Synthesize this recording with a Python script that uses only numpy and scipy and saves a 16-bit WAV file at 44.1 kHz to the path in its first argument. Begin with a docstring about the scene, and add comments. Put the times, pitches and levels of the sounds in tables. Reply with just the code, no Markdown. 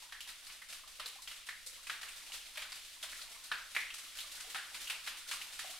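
"""A faint, fine patter deep in a small, damp cave, then close, uneven drips falling from the roof. Each drop
slaps and throws spray; in a puddle it also traps a bubble that rings a short plip. Nearby rock scatters the
sound at once and the cave rings on briefly, differently from every spot. Larger bubbles gurgle softly now and
then, and some drops land with a low thump, over a far trickle and a low rumble of moving air."""
import sys
import numpy as np
from scipy import signal
from scipy.fft import rfft, irfft
from scipy.io import wavfile

SR = 44100
rng = np.random.default_rng(int(sys.argv[2]) if len(sys.argv) > 2 else 0)


def unload_wav(signal):
    """Save mono or channel-first audio to the path in sys.argv[1] as 16-bit WAV at rate SR, clipped to [-1, 1]."""
    wavfile.write(
        sys.argv[1],
        SR,
        np.round(np.clip(np.atleast_2d(signal).T, -1, 1) * 32767).astype(np.int16),
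    )


N = 255339
RING_S = np.arange(14000) / SR  # time axis of the cave's ring
SHORT_S = RING_S[:1750]  # time axis of a bubble or of the first reflections

# Tone of the moving air: frequency_hz, gain_db
DRAUGHT_EQ = [(12, 0), (25, 22), (40, -5.5), (60, 7), (110, -28.5), (250, -9.5), (500, -64)]
# Tone of the fine, distant drops: frequency_hz, gain_db
PATTER_EQ = [(120, -18.5), (200, -19.5), (293, -11.5), (407, -17), (596, -9.5), (923, -14), (1400, -2.5),
             (1560, -9.5), (1680, -2.5), (3550, 2.5), (6830, -3), (8500, -2), (10000, -3.5), (13900, -11),
             (15500, -18)]
# Tone of a drop's impact: frequency_hz, gain_db
SLAP_EQ = [(60, -38), (150, -24), (400, -27), (750, -12.5), (1300, -4), (3000, -0.5), (4300, -5.5),
           (6000, -17.5), (15000, -36.5)]
# Tone of the thrown droplets: frequency_hz, gain_db
SPRAY_EQ = [(300, -34), (1000, -47), (2000, -59), (3800, 5.5), (6500, -0.5), (9000, 2.5), (12000, -2.5),
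            (15500, -14)]
# Strength of the distant seeping water: time_s, level_db
SEEP_CURVE = [(0, -55.5), (.9, -55.5), (1.8, -53.5), (4.1, -52), (4.75, -49), (5.2, -52), (5.79, -50)]
# Low gurgles of larger bubbles, and low thumps under some drops' slaps: start_s, pitch_hz, level_db
LOW_GURGLES_AND_THUMPS = [(.028, 950, -62), (.836, 1110, -59.5), (.998, 577, -62), (1.045, 454, -66),
                          (1.155, 754, -61), (1.186, 990, -59.5), (1.66, 507, -68), (1.725, 527, -72),
                          (2.3, 770, -64), (2.575, 600, -58), (3.035, 610, -59.5), (3.191, 1330, -57),
                          (4.243, 1100, -58.5), (4.445, 740, -62), (4.47, 442, -66), (4.556, 757, -55.5),
                          (5.645, 706, -52.5), (5.695, 656, -60)]
# Drops landing in puddles: start_s, pitch_hz, plip_db, slap_db, spray_db
PUDDLE_HITS = [(0.1229, 1750, -47.5, -48, -55.5), (.206, 2950, -48, -57, -49),
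               (.289, 2080, -57, -52.5, -52), (.467, 4660, -54, -59, -54), (.618, 2010, -53, -56, -58),
               (0.9974, 1220, -50, -44, -49.5), (1.0595, 4000, -44, -53, -47.5),
               (1.275, 3130, -49, -48.5, -49.5), (1.488, 1880, -42.5, -46.5, -52),
               (1.869, 2500, -48, -49.5, -50), (1.897, 1630, -41, -40, -48.5),
               (2.031, 1740, -50.5, -46.5, -51.5), (2.084, 2680, -51, -72, -52.5),
               (2.32, 2720, -48.5, -58, -51), (2.573, 2410, -44, -43, -47.5),
               (2.619, 2510, -60, -44, -51.5), (2.72, 4560, -48.5, -49, -50),
               (3.028, 3420, -48, -47.5, -44), (3.128, 1940, -50, -70, -69),
               (3.215, 4200, -51.5, -56, -49.5), (3.5156, 1570, -35.5, -37.5, -52.5),
               (3.749, 2370, -42.5, -44.5, -46.5), (3.7641, 2100, -31.5, -40, -49),
               (3.904, 2830, -46.5, -56, -59), (4.187, 3100, -45, -52, -47), (4.205, 3800, -47.5, -52, -47),
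               (4.546, 1420, -43.5, -41.5, -49), (4.559, 1750, -43.5, -48, -51),
               (4.873, 2940, -44, -64, -50), (4.899, 2680, -41, -39, -42), (5.313, 4060, -50, -39, -42),
               (5.334, 1170, -49.5, -60, -47.5), (5.415, 2800, -46, -53, -49),
               (5.592, 1720, -46.5, -45, -44.5)]
# Drops bursting on bare rock, trapping no air: start_s, slap_db, spray_db
ROCK_HITS = [(.274, -52.5, -52.5), (.497, -51.5, -68), (.726, -49, -49.5), (1.22, -66, -50.5),
             (1.313, -49.5, -51), (1.467, -57.5, -52.5), (1.664, -60.5, -44.5), (2.013, -50, -50),
             (2.342, -53, -51.5), (2.556, -50, -58), (3.037, -47.5, -59), (3.438, -74, -51),
             (3.94, -51.5, -46.5), (3.984, -51.5, -48.5), (4.17, -55, -48.5), (4.316, -57.5, -50.5),
             (4.404, -49.5, -47), (4.744, -45.5, -48), (5.064, -48.5, -49), (5.074, -39.5, -47.5),
             (5.702, -56, -49)]
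# Splashes deeper in the cave, heard only as swells of patter: start_s, gain_db
DEEP_SPLASHES = [(0.691, -50), (2.16, -49), (2.329, -43), (3.16, -50), (3.705, -49), (4.8, -46),
                 (5.035, -46.5), (5.27, -44.5), (5.525, -55)]


def undb(db):
    """Decibels to gain."""
    return 10 ** (np.asarray(db) / 20)


def unit(x):
    """Scale to rms 1."""
    return x / np.sqrt(np.mean(x ** 2))


def set_attack(sound, db):
    """Scale a sound so that its first 14 ms have this rms level."""
    return sound * undb(db) / np.sqrt(np.mean(sound[:, :600] ** 2))


def equalise(x, curve):
    """Minimum-phase EQ through (frequency_hz, gain_db) points, so nothing rings ahead of a hit."""
    size = 2048
    hz, db = np.transpose(curve)
    bin_hz = np.arange(size // 2 + 1) * SR / size
    gain = undb(np.interp(np.log(bin_hz + 1), np.log(hz), db))
    cepstrum = irfft(np.log(gain))
    cepstrum[1:size // 2] *= 2
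    cepstrum[size // 2 + 1:] = 0
    impulse = irfft(np.exp(rfft(cepstrum)))
    return signal.fftconvolve(x, impulse[None], axes=1)[:, :x.shape[1]]


def stereo(pair, width):
    """Use two unrelated signals as mid and side."""
    return (pair[0] + width * pair[1] * np.array([[1], [-1]])) / np.sqrt(1 + width ** 2)


def add(out, start_s, sound):
    """Mix a sound in at its cue."""
    i = max(int(start_s * SR), 0)
    out[:, i:i + sound.shape[1]] += sound[:, :max(N - i, 0)]


def cave(near_s, direct, rise_s, wet_db, t60_s, widths):
    """Reverb from one spot: direct hit, tight scatter off near rock, diffuse ring; widths: (near, far)."""
    shape = (2, len(SHORT_S))
    near = rng.standard_normal(shape) * (rng.random(shape) < .2)
    near *= (1 - np.exp(-SHORT_S / rise_s)) / np.sqrt(1 + (SHORT_S / near_s) ** 8)
    near[0, 0] += direct
    bloom = 1 - np.exp(-(RING_S / 0.012) ** 2)
    decay = np.exp(-np.log(1000) * RING_S / t60_s)
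    far = rng.standard_normal((2, len(RING_S))) * bloom * decay
    reverb = undb(wet_db) * stereo(far / np.linalg.norm(far), widths[1])
    reverb[:, :len(SHORT_S)] += stereo(near / np.linalg.norm(near), widths[0])
    return reverb


def patter(drops_per_s=70, spread_db=6.5, smear_s=0.026, wash=1.0):
    """Fine far drops, each smeared to a short hiss, over a wash of merged echo; the treble is wider."""
    lands = rng.random(N) < drops_per_s / SR
    hit_power = lands * undb(spread_db * np.clip(rng.standard_normal(N), -2, 2)) ** 2
    power = signal.lfilter([1], [1, -np.exp(-1 / (smear_s * SR))], hit_power)
    envelope = np.sqrt(wash + power / power.mean())
    hiss = equalise(rng.standard_normal((2, N)) * envelope, PATTER_EQ)
    body = signal.sosfilt(signal.butter(1, 3500, fs=SR, output="sos"), hiss)
    return unit(stereo(body, width=0.29) + stereo(hiss - body, width=0.69))


def draught(level_db=-68):
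    """Moving air lays a faint, steady rumble under everything."""
    rumble = equalise(rng.standard_normal((2, N)), DRAUGHT_EQ)
    return undb(level_db) * unit(stereo(rumble, width=1.0))


def bubble(hz, cycles, glide):
    """Trapped air rings: it peaks after `cycles`, then fades as its pitch rises by about `glide` * hz."""
    age = SHORT_S * hz / cycles
    phase = 2 * np.pi * hz * SHORT_S * (1 + glide * np.tanh(age / 4))
    return (age * np.exp(-age) * np.sin(phase))[None]


def trickle(count=280, low_hz=650, high_hz=4500, level_db=-64):
    """Faint random bubbles far in, heard mostly as echo; the small ones are higher and louder."""
    out = np.zeros((2, N))
    for when, smallness, strength in rng.random((count, 3)):
        ring = bubble(low_hz * (high_hz / low_hz) ** smallness, cycles=1.0, glide=0.047)
        add(out, when * N / SR, undb(8 * strength + 15 * smallness) * ring)
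    reverb = cave(near_s=.009, direct=3.0, rise_s=.0003, wet_db=-1.0, t60_s=.45, widths=(.3, .55))
    return undb(level_db) * unit(signal.fftconvolve(out, reverb, axes=1)[:, :N])


def plip(hz, level_db, reverb, cycles, glide):
    """One bubble ringing out through the cave."""
    ring = signal.fftconvolve(reverb, bubble(hz, cycles, glide), axes=1)
    return set_attack(ring[:, :len(RING_S)], level_db)


def gurgles():
    """Larger, softer bubbles and low thumps under some drops, blurred by the rock around them."""
    out = np.zeros((2, N))
    for start_s, hz, level_db in LOW_GURGLES_AND_THUMPS:
        reverb = cave(near_s=.008, direct=7.0, rise_s=.0003, wet_db=-4.0, t60_s=.45, widths=(.22, .45))
        add(out, start_s, plip(hz, level_db, reverb, cycles=2.1, glide=.054))
    return out


def nearness(level_db, close_db=-44, db_per_db=0.48):
    """Weight of the direct hit: fainter drops are further off, so they sound wetter."""
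    return undb(db_per_db * min(level_db - close_db, 0))


def splash(slap_db, spray_db):
    """The dull slap of a drop, and the wide fizz of droplets landing around it."""
    impact = cave(near_s=.0099, direct=1.6 * nearness(slap_db), rise_s=.00027,
                  wet_db=-.25, t60_s=.52, widths=(.22, .33))
    slap = equalise(impact, SLAP_EQ)
    # no two splashes have quite the same colour
    shade = [(hz, db + 1.8 * rng.standard_normal()) for hz, db in SPRAY_EQ]
    droplets = cave(near_s=.011, direct=4.3 * nearness(spray_db), rise_s=.00035,
                    wet_db=-.3, t60_s=.24, widths=(.77, .63))
    fizz = equalise(droplets, shade)
    return set_attack(slap, slap_db) + set_attack(fizz, spray_db)


def drips():
    """Every drop splashes; in a puddle it also rings a plip, for more cycles the smaller its bubble."""
    out = np.zeros((2, N))
    for start_s, hz, plip_db, slap_db, spray_db in PUDDLE_HITS:
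        reverb = cave(near_s=.008, direct=4.9 * nearness(plip_db), rise_s=.00016,
                      wet_db=-2.0, t60_s=.44, widths=(.27, .4))
        ring = plip(hz, plip_db, reverb, cycles=(hz / 2000) ** 0.1, glide=.0055)
        add(out, start_s, ring + splash(slap_db, spray_db))
    for start_s, slap_db, spray_db in ROCK_HITS:
        add(out, start_s, splash(slap_db, spray_db))
    return out


def swell(gain_db, rise_s, fall_s):
    """Power envelope of a shower that gathers gently and thins out."""
    gather = 1 - np.exp(-(RING_S / rise_s) ** 2)
    return undb(gain_db) ** 2 * (gather * np.exp(-RING_S / fall_s))[None]


def showers():
    """Extra patter power as each near drop's spray falls back, and from splashes deeper in."""
    power = np.zeros((1, N))
    for start_s, *_, spray_db in PUDDLE_HITS + ROCK_HITS:
        add(power, start_s, swell(spray_db - 2, rise_s=.018, fall_s=.013))
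    for start_s, gain_db in DEEP_SPLASHES:
        add(power, start_s, swell(gain_db, rise_s=.0076, fall_s=.039))
    return power[0]


def stray_plips(count=22, low_hz=520, high_hz=5000, low_db=-70, high_db=-57):
    """Faint, loosely spaced plips from all over the floor; the small, high ones are louder."""
    out = np.zeros((2, N))
    for slot, (offset, smallness) in enumerate(rng.random((count, 2))):
        hz = low_hz * (high_hz / low_hz) ** smallness
        level_db = low_db + (high_db - low_db) * smallness
        reverb = cave(near_s=.0069, direct=18.0, rise_s=.00036, wet_db=-2.5, t60_s=.72, widths=(.68, .45))
        add(out, (slot + offset) / count * N / SR, plip(hz, level_db, reverb, cycles=1.1, glide=.047))
    return out


def scene():
    """Drips and gurgles up front; behind them the draught, and trickle and patter swelling together."""
    seep = undb(np.interp(np.arange(N) / SR, *np.transpose(SEEP_CURVE)))
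    patter_gain = np.sqrt(seep ** 2 + showers())
    far_water = trickle() * unit(seep) + patter_gain * patter()
    return far_water + draught() + stray_plips() + drips() + gurgles()


def record(dry):
    """A steep high cut takes off the very top."""
    cutoff_hz = 15750
    return signal.sosfilt(signal.ellip(10, .2, 80, cutoff_hz, fs=SR, output="sos"), dry)


dry = scene()
out = record(dry)
unload_wav(out)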